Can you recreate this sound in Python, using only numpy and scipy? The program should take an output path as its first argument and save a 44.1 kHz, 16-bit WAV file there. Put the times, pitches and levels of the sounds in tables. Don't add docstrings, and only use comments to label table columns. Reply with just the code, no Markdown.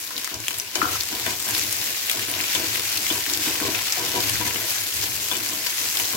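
import sys
import numpy as np
from scipy import signal
from scipy.fft import rfft, irfft
from scipy.io import wavfile

SR = 44100
rng = np.random.default_rng(int(sys.argv[2]) if len(sys.argv) > 2 else 0)


def to_linear_factor(level_db):
    exponent = np.asarray(level_db, float) / 20
    return 10 ** exponent


def master(y):
    cut = np.clip(np.atleast_2d(y).T, -1, 1)
    pcm = np.round(cut * 32767)
    wavfile.write(sys.argv[1], SR, pcm.astype(np.int16))


N = 271832

# t/s, crackle level/dB, lift of the duller bubbling/dB
FRYING = [(0, -30, -2.5), (.1, -35.5, 1.5), (.22, -34, 3), (.4, -37, 1.5), (.52, -32, 0), (.7, -37.5, 4.5),
          (.9, -27, 0.5), (1.05, -32, 1.5), (1.3, -29, 2), (1.38, -31, -1.5), (1.52, -27, 1.5),
          (1.75, -26, -1.5), (2.02, -29.5, 2), (2.12, -28.5, 1.5), (2.5, -27.5, 3), (3.2, -27, 0.5),
          (3.75, -28, 3), (4.3, -27.5, 2), (5.1, -27, -1.5), (5.55, -29, 1), (5.92, -25.5, -0.5),
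          (6.16, -25.5, -1.5)]
# t/s, strength/dB, hardness (0-1), f favoured by the spot struck/Hz
WOK_KNOCKS = [(.508, -27, 0.96, 1300), (.756, -16, 0.38, 362), (.762, -30, 0.3, 645), (.78, -29, 0.1, 360),
              (0.829, -25.5, .1, 315), (1.129, -26.5, 0, 308), (1.262, -26, 0.6, 3550),
              (1.266, -28, .5, 660), (1.275, -25, 0.2, 360), (1.297, -28, 0.1, 317), (1.318, -29, 0.2, 360),
              (1.334, -31, 0.4, 387), (1.453, -38, .6, 1070), (2.144, -34, .3, 645), (2.284, -28, 0.5, 304),
              (2.551, -21, 0.7, 3360), (3.102, -16.5, 0.13, 3420), (3.111, -21.5, 0, 315),
              (3.12, -30, 0, 322), (3.461, -27.5, 1, 920), (3.616, -23, 0.1, 315), (3.628, -27, 0.1, 476),
              (3.643, -28, 0.1, 360), (3.665, -28, 0.1, 390), (3.681, -28, .2, 313),
              (3.972, -20.5, 0.1, 730), (4.15, -25, 0.3, 390), (4.164, -27, 0.1, 315),
              (4.18, -25, 0.1, 360), (4.409, -33, 0.9, 3480), (4.411, -29.5, 0.6, 980),
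              (4.432, -34, 0.5, 970), (4.472, -33, 0.4, 990), (5.029, -28.5, 0.6, 400),
              (5.314, -19, 0.3, 3450), (5.321, -27.5, 0.1, 970), (5.334, -30.5, 0.73, 2490),
              (5.336, -34, 0.5, 975), (5.352, -36, 0.7, 2490), (5.356, -33, 0.7, 3470),
              (5.665, -27, 1, 687), (6.134, -25, 0.2, 936)]
# t/s, length/s, scratch force/dB, edge hardness (0-1), stove shake/dB
SPATULA_STROKES = [(0.135, 0.034, -69, 1, -69), (0.303, 0.082, -68, 1, -33), (0.767, 0.056, -53, .5, -38),
                   (0.82, 0.17, -62, 0.2, -38), (1.097, 0.2, -65.5, 0.9, -44),
                   (1.256, 0.088, -54, 0.67, -35), (1.45, 0.12, -62, 1, -37), (1.57, 0.058, -58.5, .2, -52),
                   (1.626, 0.32, -70.5, 0, -47), (2.138, 0.091, -59.5, 0.1, -44),
                   (2.277, 0.16, -64, 0.8, -41), (2.54, 0.1, -58, 0.8, -38), (2.624, 0.22, -63, 0.1, -40.5),
                   (2.922, 0.13, -67.5, 0.3, -44), (3.103, 0.076, -58.5, 0.7, -35),
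                   (3.255, 0.17, -65, 1, -42), (3.449, 0.067, -60, 0.8, -31), (3.53, 0.15, -62, 0.9, -47),
                   (3.601, 0.11, -51, .3, -34), (3.72, 0.1, -65.5, 0.8, -44),
                   (3.964, 0.23, -59.5, 0.6, -42), (4.126, 0.15, -56, 0.5, -31.5),
                   (4.278, 0.14, -69, 0.6, -28.5), (4.395, 0.14, -57.5, 0.7, -37),
                   (4.532, 0.12, -61.5, 0.5, -40), (4.697, 0.16, -79, 0.6, -45),
                   (4.926, 0.094, -64.5, 0.1, -34), (5.02, 0.17, -66, 0.6, -38.5),
                   (5.296, 0.22, -67.5, 0.3, -48), (5.49, 0.12, -73, 1, -53), (5.786, 0.074, -65, .6, -59),
                   (5.978, 0.13, -67, 0.9, -50), (6.128, 0.043, -49, 0.1, -57)]


def rms_one(x):
    return x / np.sqrt(np.mean(x ** 2) + 1e-20)


def in_time(rows):
    s, *columns = np.transpose(rows)
    return [np.interp(np.arange(N) / SR, s, column) for column in columns]


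def at_hz(points, hz):
    table_hz, values = np.array(points).T
    return np.interp(np.log(hz), np.log(table_hz), values)


def drift(rate_hz):
    r = np.exp(-80 * np.pi * rate_hz / SR)
    noise = rng.standard_normal(N // 40 + 2002)
    slow = signal.lfilter([1], [1, -2 * r, r * r], noise)[2000:]
    return np.interp(np.arange(N) / 40, np.arange(len(slow)), rms_one(slow))


def fade(x, t60):
    return signal.lfilter([1], [1, -to_linear_factor(-60 / (t60 * SR))], x + 1e-18)


def ring(x, hz, t60):
    r = to_linear_factor(-60 / (t60 * SR))
    w = 2 * np.pi * hz / SR
    return signal.lfilter([0, np.sin(w)], [1, -2 * r * np.cos(w), r * r], x + 1e-18)


def filtered(x, order, hz, kind):
    return signal.sosfilt(signal.butter(order, hz, kind, fs=SR, output="sos"), x)


def lean_left(db):
    return to_linear_factor([[db / 2], [-db / 2]])


def left_right(pair, hz):
    # f/Hz, left-right correlation
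    likeness = [(60, 0.69), (300, 0.94), (600, 0.58), (1200, 0.54), (2400, 0.2), (5000, 0.019)]
    alike = np.clip(at_hz(likeness, hz), -1, 1)
    return np.sqrt(1 + alike) * pair[0] + np.sqrt(1 - alike) * pair[1] * [[1], [-1]]


def bursting(per_s, spread_db, t60):
    sizes = to_linear_factor(spread_db * np.minimum(rng.exponential(1, N), 5))
    born = rng.random(N) < per_s * to_linear_factor(3.0 * drift(14)) / SR
    energy = fade(sizes ** 2 * born, t60 / 2)
    return rms_one(np.sqrt(energy))


def crackle():
    # f/Hz, level per Hz/dB
    fry_colour = [(150, -22.5), (230, -13.5), (580, -12.5), (900, -10), (1300, -6.5), (1700, -4.5),
                  (2400, 0), (3400, -2), (5000, 0), (7200, -0.5), (8700, -7), (10000, -6), (12000, -0.5),
                  (14500, -5)]
    far_share, seethe_db, seethe_hz = .55, 0.5, 16
    level_db, lift_db = in_time(FRYING)
    brief = bursting(1700, 1.64, 0.0023)
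    long = bursting(330, 0.51, 0.013)
    gate = np.sqrt(brief ** 2 + 0.25 * long ** 2 + far_share)
    gated = gate * rng.standard_normal((2, 2, N))
    edges = 150 * 2 ** np.arange(0, 7.1, 1 / 4)
    out = 0
    for k, (low, high) in enumerate(zip(edges, edges[1:])):
        pair = filtered(gated[k % 2], 2, [low, high], "band")
        hz = np.sqrt(low * high)
        dull = np.clip(np.log2(8000 / hz), 0, 1)
        band_db = at_hz(fry_colour, hz) + dull * lift_db + 1.01 * drift(20.7)
        out = out + to_linear_factor(band_db) * left_right(pair, hz)
    return to_linear_factor(level_db + seethe_db * drift(seethe_hz)) * out / np.std(out.mean(axis=0))


def stroke_shape(start, length, sag_db):
    bite_s, lift_s = 0.022, 0.031
    t = np.arange(N) / SR - start
    bite = np.clip(t / bite_s, 0, 1)
    sag = to_linear_factor(-sag_db * np.clip(t / length, 0, 1))
    lift = np.clip(1 - (t - length) / lift_s, 0, 1)
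    return bite * sag * lift


def flame():
    # f/Hz, width figure (the ring falls 60 dB in 6.7 / figure seconds), relative level/dB
    flame_peaks = [(77, 2, 13), (106.1, 25, 20), (110.4, 90, 17.5)]
    flame_db, flutter_db, shake_sag_db = -57.5, 2.5, 14.5
    lag_s = 0.045
    out = 0
    for hz, width, peak_db in flame_peaks:
        band = rms_one(ring(rng.standard_normal((2, N)), hz, 6.7 / width))
        out = out + to_linear_factor(peak_db) * left_right(band, hz)
    shake = sum(to_linear_factor(shake_db) * stroke_shape(s, length, shake_sag_db)
                for s, length, _, _, shake_db in SPATULA_STROKES)
    keep = np.exp(-1 / (lag_s * SR))
    burning = to_linear_factor(flame_db + flutter_db * drift(5.0))
    level = burning + signal.lfilter([1 - keep], [1, -keep], shake)
    return level * rms_one(out) * lean_left(5)


def pressing():
    jostle_db, jostle_hardness, sag_db = -77, 1, 12
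    force = to_linear_factor(jostle_db)
    hard = force * jostle_hardness
    for s, length, force_db, edge, _ in SPATULA_STROKES:
        press = to_linear_factor(force_db) * stroke_shape(s, length, sag_db)
        force = force + press
        hard = hard + press * edge
    return force, np.clip(hard / force, 0, 1)


def contact(s, db, t60, skid_share):
    blows = np.zeros((2, N))
    blows[:, np.round(s * SR).astype(int)] = to_linear_factor(db)
    skid = fade(blows, t60) * rng.standard_normal((2, N))
    skid = skid / np.sqrt(t60 * SR / (2 * np.log(1000)))
    return blows * rng.choice([-1, 1]) + skid_share * skid


def wok():
    # f/Hz, relative level/dB, t60/s
    wok_modes = [(220, -19, 0.12), (310.8, -1.5, 0.074), (360, -11, 0.23), (401.3, -7, 0.093),
                 (483, -7, 0.13), (594, -11, 0.013), (645, 3.5, 0.056), (732, -2, 0.1), (828, 0.5, 0.038),
                 (975, 3.5, 0.081), (1070, 10.5, 0.023), (1561, 18, 0.018), (2300, 6, 0.076),
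                 (2430, 11.5, 0.06), (3010, 15.5, 0.051), (3190, 8, 0.032), (3470, 9.5, 0.038),
                 (4020, -16, .05)]
    spread_db = 1.2
    force, edge = pressing()
    s, knock_db, hardness, spot_hz = np.transpose(WOK_KNOCKS)
    rough = bursting(900, 1.2, 0.014)
    out = 0
    for hz, mode_db, t60 in wok_modes:
        octaves = np.log2(hz / 313)
        food_db = 2.0 * drift(4)
        scratch_gain = force * to_linear_factor(food_db - 4.35 * (2.5 - edge) * octaves)
        scratch = scratch_gain * rough * rng.standard_normal((2, N))
        spot_db = 18 * np.exp(-(np.log2(hz / spot_hz) / .1) ** 2)
        soft_db = 2.9 * (1 - hardness) * octaves
        chance_db = rng.normal(0, spread_db, (len(s), 2)).T
        strength_db = knock_db + spot_db - soft_db + chance_db - 21.5
        blow = contact(s, strength_db, 0.0069, .5)
        out = out + to_linear_factor(mode_db) * left_right(ring(scratch + blow, hz, t60), hz)
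    return out


def small_spits():
    count, low_hz, high_hz, t60 = 170, 2200, 7000, .004
    bubble_db, crack_db, spread_db = 7.5, 11, 1
    when, pitch, size, snap = rng.random((count, 4)).T
    s = when * N / SR
    fry_db = np.interp(s, *np.transpose(FRYING)[:2])
    bubble = fry_db + bubble_db + spread_db * (2 * size - 1)
    crack = fry_db + crack_db + spread_db * (2 * snap - 1)
    hz = low_hz * (high_hz / low_hz) ** pitch
    return list(zip(s, bubble, hz, np.full_like(s, t60), crack))


def spits():
    # t/s, bubble peak/dB, bubble f/Hz, burst t60/s, broad crack peak/dB
    loud_spits = [(0.165, -14.5, 4340, 0.019, -20), (0.1791, -17, 4300, 0.017, -9),
                  (.245, -18, 7500, 0.024, -9.5), (0.107, -22.5, 1400, 0.05, -26),
                  (.275, -18.5, 1900, 0.01, -11), (0.342, -16.5, 6400, .024, -20),
                  (0.4022, -20, 6850, 0.013, -15), (0.44, -18, 2400, 0.0074, -29),
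                  (0.4704, -20, 2760, .006, -29), (0.4823, -8.5, 2900, 0.006, 1),
                  (0.542, -22, 4490, .012, -15), (0.5847, -10, 11800, 0.013, -21),
                  (0.599, -12, 7000, 0.011, -9), (0.7536, -10, 5500, 0.036, -25),
                  (0.772, -22, 11000, .006, -13), (0.817, -10, 1920, 0.017, -33),
                  (0.916, -27, 2430, .01, -14), (1.0045, -12, 5000, .006, -13),
                  (1.008, -10.5, 5550, 0.015, -7), (1.0348, -28, 2600, 0.0055, -6.5),
                  (1.1265, -16, 5300, 0.0083, -16), (1.1507, -17, 4500, .015, -6),
                  (1.1983, -26, 4500, .007, -7), (1.2651, -11.5, 2200, .006, -10),
                  (1.3958, -23, 7600, .006, -14), (1.4004, -17, 12000, .006, -7),
                  (1.4254, -25, 11500, .006, -7), (1.489, -21, 2220, 0.011, -4),
                  (1.509, -14, 7100, .007, -8), (1.5494, -10, 4640, .015, -12), (1.58, -16, 4700, 0.01, -5),
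                  (1.5952, -8.5, 7100, 0.007, -7), (1.727, -22, 7460, 0.0071, -3),
                  (2.097, -9, 3100, 0.017, -3.5), (2.1143, -29, 9600, 0.014, -0.5),
                  (2.194, -21, 2600, 0.025, -10.5), (2.2984, -16, 10700, 0.016, -17),
                  (2.315, -10, 12000, .006, -14), (2.339, -14, 3500, 0.014, -11),
                  (2.392, -18, 2800, 0.011, -10), (2.404, -10, 2680, 0.0092, -14),
                  (2.4113, -15, 5000, 0.011, -3), (2.441, -11, 2700, .01, -14),
                  (2.5306, -17, 2640, 0.053, -14), (2.5504, -16, 6400, .015, -10),
                  (2.7565, -12.5, 2600, 0.014, -11), (2.796, -18, 5410, 0.013, -7),
                  (2.9723, -27, 3070, 0.023, -6), (2.9766, -11, 4600, .008, -11),
                  (3.0662, -14, 2500, 0.014, -8), (3.1242, -14, 4020, 0.01, -9),
                  (3.2043, -15, 2740, 0.0061, -18), (3.264, -16, 2600, .008, -9),
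                  (3.298, -19, 4650, 0.02, -5.5), (3.336, -6, 6170, 0.012, -10),
                  (3.347, -12, 4400, .015, -12), (3.374, -17, 4500, .008, -4), (3.602, -15, 1990, 0.01, -7),
                  (3.7493, -9, 2540, 0.009, -20), (3.79, -13.5, 2400, 0.0061, -20),
                  (3.884, -13, 3980, 0.011, -13), (3.923, -5, 6700, 0.034, -8),
                  (4.204, -16, 4740, .015, -5), (4.2953, -36, 2300, 0.015, -4.5),
                  (4.3554, -16, 2050, .008, -20), (4.465, -14, 2410, .007, -17),
                  (4.509, -15, 2500, .007, -17), (4.546, -16, 2600, .007, -14),
                  (4.5595, -11.5, 2500, .01, -22), (4.7057, -18, 6450, .015, -10.5),
                  (4.785, -19, 4800, 0.0063, -14), (4.8748, -16, 6030, .008, -22),
                  (4.9415, -24, 11900, 0.02, -14), (5.285, -16, 6500, 0.007, -14),
                  (5.369, -11, 7000, .008, -16), (5.4886, -14.5, 7000, .012, -11),
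                  (5.496, -22, 6800, .008, -11), (5.5055, -19, 6500, .008, -16),
                  (5.6686, -18, 5850, 0.029, -7.5), (5.7815, -19, 2820, 0.02, -26),
                  (5.971, -14.5, 4540, 0.022, -5), (5.999, -13, 3200, 0.012, -3.5)]
    length = 2000
    out = np.zeros((2, N + length))
    span = np.arange(length) / SR
    for s, bubble_db, hz, t60, crack_db in loud_spits + small_spits():
        fall = to_linear_factor(-60 * span / max(t60, .002)) + 0.5 * to_linear_factor(-60 * span / 0.0013)
        puff = rng.standard_normal((2, length)) * fall
        puff[0, 0] = 3.03
        tone = filtered(puff, 2, [hz / 1.46, hz * 1.225], "band")
        hiss = filtered(puff, 1, 1500, "high")
        burst = to_linear_factor(bubble_db) * tone / abs(tone).max() + to_linear_factor(crack_db) * hiss / abs(hiss).max()
        out[:, round(s * SR):][:, :length] += burst
    return out[:, :N] * lean_left(1)


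def ticks():
    tick_db, low_cut_hz, t60 = 23, 900, 0.025
    s, knock_db, hardness, _ = np.transpose(WOK_KNOCKS)
    hard_db = 20 * np.log10(np.clip(hardness, .05, 1))
    tick = contact(s, knock_db + tick_db + hard_db, t60, 1.1)
    return filtered(tick, 1, low_cut_hz, "high")


def clatter():
    # t/s, strength/dB
    bounces = [(0.8155, -15.5), (0.839, -22), (0.854, -21), (0.87, -29), (0.8854, -28), (0.9156, -37),
               (0.932, -33), (0.951, -26.5)]
    # f/Hz, relative level/dB, t60/s
    shaft_modes = [(1070, -8, 0.057), (1220, 5.5, 0.02), (1347, 3.5, 0.031), (1484, -4, 0.043),
                   (1540, -11, 0.12)]
    s, bounce_db = np.transpose(bounces)
    out = 0
    for hz, mode_db, t60 in shaft_modes:
        strength_db = bounce_db + mode_db - 7.5 + rng.normal(0, 1.4, (len(s), 2)).T
        out = out + ring(contact(s, strength_db, .07, 1.6), hz, t60)
    return out * lean_left(4)


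def kitchen(x):
    t60, echo_db = 0.11, -8
    low_cut_hz = 475
    t = np.arange(SR // 2) / SR
    echoes = rng.standard_normal((2, len(t))) * to_linear_factor(-60 * t / t60) * (t > .003)
    echoes = filtered(echoes, 2, low_cut_hz, "high")
    echoes = echoes / np.sqrt(np.sum(echoes ** 2, axis=1, keepdims=True))
    return to_linear_factor(echo_db) * signal.fftconvolve(x, echoes, axes=1)[:, :N]


def scene():
    sharp = spits() + clatter() + wok() + ticks()
    return (crackle() + sharp + kitchen(sharp) + flame()) * lean_left(3)


def band_limit(x):
    return signal.sosfilt(signal.butter(12, 16860, fs=SR, output="sos"), x)


def record(dry):
    # f/Hz, lead of the left/rad
    left_lead = [(100, 0), (700, -.1), (950, -.2), (1200, 2.2), (1900, .1), (3500, 2.5)]
    hz = np.arange(1, N // 2 + 2) * SR / N
    turn = np.exp(.5j * at_hz(left_lead, hz) * [[1], [-1]])
    ports = irfft(rfft(dry) * turn, N)
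    thin = filtered(ports, 4, 65, "high")
    top_cut = signal.ellip(10, .5, 45, 15900, fs=SR, output="sos")
    return band_limit(signal.sosfilt(top_cut, thin))


dry = scene()
out = record(dry)
master(out)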